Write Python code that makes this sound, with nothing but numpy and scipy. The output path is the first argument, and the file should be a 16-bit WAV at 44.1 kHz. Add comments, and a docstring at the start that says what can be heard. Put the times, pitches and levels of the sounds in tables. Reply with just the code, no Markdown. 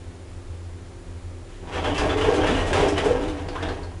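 """Inside an old lift car, small and hard-walled, a fan motor hums over a rush of air.
Two steel door panels roll shut: their rollers grind over grit, squeak and knock on joints in
the track. Loose hangers (the brackets that carry the doors) rattle, the steel sheets drone and
the car rumbles. The doors slow down and meet the frame, and the lock creaks and clacks home."""
import sys
import numpy as np
from scipy import signal
from scipy.fft import rfft, irfft
from scipy.io import wavfile

SR = 44100
rng = np.random.default_rng(int(sys.argv[2]) if len(sys.argv) > 2 else 0)


def transcribe(signal):
    """Save signal, clipped to [-1, 1], as a 16-bit WAV file at the path in sys.argv[1]."""
    frames = np.atleast_2d(signal).T
    limited = np.clip(frames, -1, 1)
    pcm = np.round(limited * 32767).astype(np.int16)
    wavfile.write(sys.argv[1], SR, pcm)


N = 176400
RING_CYCLES = 24  # struck steel fades by 60 dB in this many vibrations


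def from_db(db):
    """Turn decibels into a number to multiply a sound by."""
    return 10 ** (np.asarray(db) / 20)


def rms_one(x):
    """Scale a signal so that its average strength (rms) is 1."""
    return x / np.sqrt(np.mean(x ** 2) + 1e-20)


def seconds():
    """The time of every sample."""
    return np.arange(N) / SR


def level(rows):
    """A volume curve through (time_s, level_db) points, silent before the first."""
    return from_db(np.interp(seconds(), *np.transpose(rows), left=-120))


def at_hz(points, hz):
    """Look up a (pitch_hz, value) table, with all octaves equally wide."""
    pitches, values = np.transpose(points)
    return np.interp(np.log(np.maximum(hz, 1)), np.log(pitches), values)


def drift(rate_hz):
    """A smooth random wobble of about size 1; a higher rate wobbles faster."""
    step, warm_up = 40, 2000
    r = np.exp(-2 * np.pi * rate_hz * step / SR)
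    noise = rng.standard_normal(N // step + warm_up + 2)
    slow = signal.lfilter([1], [1, -2 * r, r * r], noise)[warm_up:]
    return np.interp(np.arange(N) / step, np.arange(len(slow)), rms_one(slow))


def colour(x, spectrum):
    """Make some pitches stronger and others weaker; white noise keeps its overall power."""
    size = 2 * N
    gain = rms_one(from_db(at_hz(spectrum, np.arange(N + 1) * SR / size)))
    cepstrum = irfft(np.log(gain))
    cepstrum[1:N] *= 2  # folded so that the filter rings after a hit, never before
    cepstrum[N + 1:] = 0
    return irfft(rfft(x, size) * np.exp(rfft(cepstrum)))[:N]


def ring(x, hz, fade_s):
    """Let a signal ring at one pitch, which dies away by 60 dB in fade_s."""
    r = np.exp(-np.log(1000) / (fade_s * SR))
    angle = 2 * np.pi * hz / SR
    return signal.lfilter([1, 0, -1], [1, -2 * r * np.cos(angle), r * r], x + 1e-18) * np.sqrt((1 - r) / 2)


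def chatter(start_s, length_s):
    """A loose part bounces: a quick run of uneven taps that tend to get weaker."""
    taps_per_s, spread_db, loss_db = 500, 8, 7
    count = int(length_s * taps_per_s) + 1
    slip, size, sign = rng.random((count, 3)).T
    slip[0] = 0  # the first tap is on time
    progress = (np.arange(count) + slip) / count
    taps = from_db(spread_db * size - loss_db * progress) * np.sign(sign - .5)
    samples = ((start_s + length_s * progress) * SR).astype(int)
    out = np.zeros(N)
    out[np.minimum(samples, N - 1)] = rms_one(taps) * np.sqrt(length_s * SR / count)
    return out


def wavering_tone(hz, waver_hz, rough, pitch_rate_hz=164.6, volume_rate_hz=200):
    """A tone with wobbling pitch and volume; fast wobbles sound like metal sticking and slipping."""
    phase = 2 * np.pi * np.cumsum(hz + waver_hz * drift(pitch_rate_hz)) / SR
    return np.sin(phase) * (1 + rough * drift(volume_rate_hz))


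def fan():
    """The fan motor hums almost steadily, with rushing air and a faint, thin whistle."""
    # tones of the motor: pitch_hz, level_db
    hum_tones = [(86.1, -40), (172.3, -55.5), (258.4, -56), (344.5, -53.5), (387.6, -56.5), (495.3, -64.5),
                 (538.3, -65)]
    # tone colour of the moving air: pitch_hz, relative_db
    air_colour = [(15, -15), (23, -6.5), (33, 3.5), (45, -11.5), (64, -11.5), (82, -2.5), (98, -1.5),
                  (112, -11.5), (140, -28.5), (175, -15.5), (215, -30.5), (280, -18.5), (400, -21),
                  (600, -25), (1000, -30), (2000, -35), (4000, -40), (10500, -45.5)]
    air = from_db(-38.5) * colour(rng.standard_normal(N), air_colour)
    whistle = from_db(-69) * ring(rng.standard_normal(N), hz=7100, fade_s=0.031)
    out = air + whistle
    for hz, db in hum_tones:
        tone = wavering_tone(hz, waver_hz=1.14, rough=0.32, pitch_rate_hz=4.55, volume_rate_hz=4)
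        out += from_db(db) * np.sqrt(2) * tone
    return out


def rattles():
    """A faint rattle sounds first at 1.49 s; then the loose hangers chatter in bursts, some bright and some
    dull."""
    # bursts of rattling: start_s, level_db, length_s, treble_db
    bursts = [(1.489, -57.5, 0.14, 8), (1.723, -33.5, .03, -3.5), (1.751, -31, .04, -11),
              (1.841, -29.5, 0.039, -20), (1.946, -31.5, 0.027, 2), (1.979, -26.5, 0.033, 0.5),
              (2.093, -27.5, .04, -16), (2.171, -30, .03, 0), (2.213, -31, 0.073, -9),
              (2.338, -36.5, 0.033, 10), (2.412, -31.5, 0.038, -26), (2.471, -27.5, 0.047, -3),
              (2.536, -27.5, 0.017, -4), (2.564, -34.5, .06, 4), (2.664, -41, 0.04, 14),
              (2.73, -27.5, 0.053, 2.5), (2.787, -32.5, .06, 2), (2.879, -42, 0.028, 16.5),
              (2.966, -30.5, .04, -3), (3.043, -39, 0.026, 13.5), (3.107, -45.5, 0.016, 14),
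              (3.212, -38.5, 0.032, 2), (3.278, -43, .025, 8), (3.324, -41, .008, -3),
              (3.365, -42.5, 0.046, 0)]
    treble_hz = 4670
    high = signal.butter(2, treble_hz, "high", fs=SR, output="sos")
    low = signal.butter(2, treble_hz, fs=SR, output="sos")
    out = np.zeros(N)
    for start_s, db, length_s, treble_db in bursts:
        taps = from_db(db - 0.25) * chatter(start_s, length_s) + 1e-18
        out += signal.sosfilt(low, taps) - from_db(treble_db) * signal.sosfilt(high, taps)
    return steel(out)


def steel(taps):
    """Make bare taps sound like steel hitting steel."""
    # tone colour of the steel: pitch_hz, relative_db
    steel_colour = [(150, -24), (300, 4.5), (700, 3), (1100, 5.5), (2000, 0.5), (3300, -1), (4300, -11.5),
                    (5600, -14.5), (7500, -15), (10500, -21)]
    return colour(taps, steel_colour)


def rumble():
    """The car shakes under the moving doors with a deep noise."""
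    # strength of the shaking: time_s, level_db
    shaking = [(1.5, -61), (1.68, -40.5), (1.95, -34), (2.0, -22.5), (2.18, -31.5), (2.28, -24.5),
               (2.35, -39), (2.43, -25), (2.64, -28.5), (2.83, -23), (2.89, -33), (3.22, -30), (3.33, -34),
               (3.44, -35.5), (3.5, -32.5), (3.6, -34.5), (4.0, -39.5)]
    # tone colour of the car: pitch_hz, relative_db
    car_colour = [(15, -14), (26, -3.5), (36, 3), (47, -10), (58, -5.5), (72, -1), (92, 3.5), (115, -13.5),
                  (160, -17), (220, -26), (500, -54.5)]
    return level(shaking) * colour(rng.standard_normal(N), car_colour)


def rollers():
    """Grit and pits in the track send tiny ticks through the wheels into one door."""
    # strength of the rolling as the doors speed up and slow down: time_s, level_db
    rolling = [(1.6, -58), (1.68, -38), (1.76, -34), (1.88, -27), (1.95, -35.5), (2.06, -25), (2.15, -32),
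               (2.26, -25.5), (2.53, -27), (2.68, -29.5), (2.8, -22.5), (2.92, -30), (3.05, -26.5),
               (3.24, -35), (3.46, -41), (3.54, -36.5), (3.69, -33.5), (3.82, -42), (4.0, -53.5)]
    ticks_per_s, spread_db, uneven_db = 900, 3, 1.5
    sizes = from_db(spread_db * np.minimum(rng.exponential(1, N), 4)) * rng.choice([-1, 1], N)
    ticks = rms_one(sizes * (rng.random(N) < ticks_per_s / SR))
    unevenness = from_db(1 + uneven_db * drift(35))
    return ticks * level(rolling) * unevenness / np.sqrt(2)  # each door has half the power


def door(force):
    """A door panel turns the ticks and thuds it is given into a low grinding."""
    # tone colour of a rolling door: pitch_hz, relative_db
    door_colour = [(100, -32), (160, -8), (220, -25.5), (280, -0.5), (340, -8), (420, -4), (560, -6.5),
                   (1000, -9), (1300, -15), (2200, -21), (3200, -23.5), (4100, -33), (6000, -34.5),
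                   (10500, -44.5)]
    return colour(force, door_colour)


def sheets(force):
    """The doors' steel sheets ring when shaken; each note swells and bends as they flex."""
    # natural notes of the sheets: pitch_hz, relative_db, fade_s
    notes = [(264, -3.5, 0.34), (292.1, -7, 0.48), (343, -20, 0.15), (401, -2, 0.9), (440, -2, 0.61),
             (498, -1, 1), (624.5, -4.5, 0.26), (686, -8, 0.61), (831.7, -6, 0.1), (965, -9, 0.085),
             (1087, -10, 0.32), (1310, -15, 0.26), (1614, -8.5, 0.16), (1878, -12, 0.36), (2606, -30, 0.35)]
    swell_db, bend_cycles = 2.5, 0.29
    out, t = np.zeros(N), seconds()
    for hz, db, fade_s in notes:
        note = ring(force * from_db(db + swell_db * drift(10)), hz, fade_s)
        bent_time = t + bend_cycles * drift(3.32) / hz
        out += np.interp(bent_time, t, note)
    return from_db(-2.5) * out / 2


def judders():
    """A juddering roller drives a steel sheet into a brief, rough drone."""
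    # swells of the drone: peak_s, level_db, pitch_hz, rise_s, fall_s
    drones = [(1.635, -36.5, 391.5, 0.017, 0.015), (1.895, -25, 300, 0.012, 0.016),
              (2.07, -22, 296.7, .02, 0.016), (2.151, -24, 445, 0.0083, 0.051),
              (2.245, -22, 436.6, 0.03, .02), (2.288, -13.5, 441.2, 0.014, 0.015),
              (2.346, -16.5, 455, 0.013, 0.013), (2.385, -19.5, 297.8, 0.015, 0.027),
              (2.53, -19, 283.4, 0.03, 0.015), (2.801, -19.5, 393.8, 0.047, 0.031),
              (2.935, -25.5, 287.6, 0.012, .02), (3.069, -9.5, 465, 0.011, 0.0048),
              (3.112, -13.5, 478.6, 0.011, 0.038), (3.18, -32, 297, 0.042, 0.022),
              (3.244, -28, 296.5, 0.082, 0.11)]
    out = np.zeros(N)
    for peak_s, db, hz, rise_s, fall_s in drones:
        t = seconds() - peak_s
        swell = np.exp(np.minimum(t / rise_s, -t / fall_s))
        tone = wavering_tone(hz, waver_hz=21, rough=0.35, pitch_rate_hz=59.7, volume_rate_hz=92)
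        out += from_db(db) * swell * tone
    return out


def clacks():
    """Each catch bounces, rings and thuds into the doors. Gives back the clack and the thud."""
    # the drive engages, then the doors meet the frame and lock:
    # start_s, level_db, pitch_hz, ring_db, thud_db
    catches = [(1.673, -45, 1000, 2, -10), (3.485, -37.5, 4500, 0.5, 7), (3.555, -35, 1054, 9, -7),
               (3.626, -28.5, 3300, -3, 3.5), (3.65, -34.5, 640, -2, -12), (3.687, -32, 4170, -3.5, -2.5),
               (3.784, -53, 1780, 9, 13), (3.833, -49, 4340, 8.5, -5)]
    # tone colour of the lock: pitch_hz, relative_db
    lock_colour = [(150, -21), (350, 10), (700, 0), (1600, 9), (2300, -1.5), (3600, 3.5), (4500, -12.5),
                   (7000, -19), (10500, -46)]
    clack, thud = np.zeros((2, N))
    for start_s, db, hz, ring_db, thud_db in catches:
        taps = from_db(db - 2.5) * chatter(start_s, length_s=0.014)
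        clack += colour(taps, lock_colour) + from_db(ring_db) * ring(taps, hz, RING_CYCLES / hz)
        thud += from_db(thud_db) * taps
    return clack, thud


def squeaks():
    """Dry roller bearings stick and slip in short, rough chirps."""
    # chirps of the bearings: start_s, length_s, pitch_hz, level_db
    chirps = [(1.762, 0.069, 3230, -40), (1.835, 0.031, 3170, -32), (1.898, 0.038, 2915, -30.5),
              (1.951, 0.038, 2700, -30), (2.087, 0.034, 3410, -33.5), (2.2, 0.036, 3050, -30),
              (2.403, 0.028, 3176, -34), (2.435, 0.032, 2870, -34), (2.537, 0.026, 2914, -29),
              (2.607, 0.015, 2990, -32), (2.666, 0.029, 3340, -38), (2.952, 0.068, 3000, -33)]
    out = np.zeros(N)
    for start_s, length_s, hz, db in chirps:
        swell = np.sin(np.pi * np.clip((seconds() - start_s) / length_s, 0, 1))
        out += from_db(db) * swell * wavering_tone(hz, waver_hz=84.9, rough=0.6)
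    return out


def knocks():
    """Rollers drop over joints in the track; each hard knock rings at its own pitch."""
    # knocks at the joints: start_s, level_db, pitch_hz, ring_db
    joints = [(1.845, -30, 3270, -5), (1.98, -28.5, 4760, -1), (2.212, -28, 1290, -5),
              (2.245, -29.5, 1060, -4), (2.342, -32, 2930, -4), (2.469, -25.5, 1810, -3),
              (2.731, -21, 1600, -7), (2.886, -28, 5200, -6), (2.981, -21.5, 1770, -9),
              (3.237, -38, 1270, -1), (3.283, -33.5, 3500, -8)]
    blows, rings = np.zeros((2, N))
    for start_s, db, hz, ring_db in joints:
        taps = from_db(db + 0.5) * chatter(start_s, length_s=0.007)
        blows += taps
        rings += from_db(ring_db) * ring(taps, hz, RING_CYCLES / hz)
    return steel(blows) + rings


def creak():
    """The latch scrapes home under growing pressure; its pitch climbs, then sags a little."""
    # path of the creak: time_s, pitch_hz, level_db
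    scrape = [(3.555, 1030, -67), (3.566, 1190, -37), (3.59, 1546, -37), (3.613, 1658, -38),
              (3.635, 1720, -45), (3.70, 1663, -39), (3.758, 1615, -54)]
    times, hz, db = np.transpose(scrape)
    volume = from_db(np.interp(seconds(), times, db, left=-120, right=-120))
    pitch = np.interp(seconds(), times, hz)
    return volume * wavering_tone(pitch, waver_hz=109.4, rough=1)


def cabin(x, echo_db):
    """Add the echo of the hard walls, its power echo_db minus 3 dB relative to the direct sound; low notes last
    longest."""
    # time the echo takes to fall by 60 dB: pitch_hz, fade_s
    fade_times = [(200, 0.53), (1000, 0.14), (4000, 0.29), (10000, 0.2)]
    first_echo_s = 0.0035
    t, edges_hz = np.arange(SR // 2) / SR, np.geomspace(100, 12800, 8)
    tail = np.zeros(len(t))
    for low, high in zip(edges_hz, edges_hz[1:]):
        octave = signal.butter(2, [low, high], "band", fs=SR, output="sos")
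        fade = np.exp(-np.log(1000) * t / at_hz(fade_times, np.sqrt(low * high)))
        tail += signal.sosfilt(octave, rng.standard_normal(len(t))) * fade
    tail *= t > first_echo_s
    response = from_db(echo_db) * tail / np.sqrt(2 * np.sum(tail ** 2))
    response[0] = 1  # the direct sound
    return signal.fftconvolve(x, response)[:N] / np.sqrt(1 + from_db(echo_db) ** 2)


def scene():
    """Mix doors, hangers and lock, each with its own echo, with the sheets, rumble and fan."""
    hangers = cabin(rattles(), echo_db=5)
    first_ticks, second_ticks = rollers(), rollers()
    drone = judders()
    clack, thud = clacks()
    doors = cabin(door(first_ticks + thud), echo_db=1) + cabin(door(second_ticks), echo_db=1)
    ringing = sheets(first_ticks + second_ticks + thud + from_db(-15) * drone)
    small_parts = cabin(clack + squeaks() + creak(), echo_db=0)
    joints = cabin(knocks(), echo_db=1)
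    return (fan() + hangers + rumble() + doors + ringing + drone + small_parts + joints)[None]


def record(dry):
    """Cut away the highest treble steeply."""
    cutoff_hz = 10700
    return signal.sosfilt(signal.ellip(10, .2, 80, cutoff_hz, fs=SR, output="sos"), dry)


dry = scene()
out = record(dry)
transcribe(out)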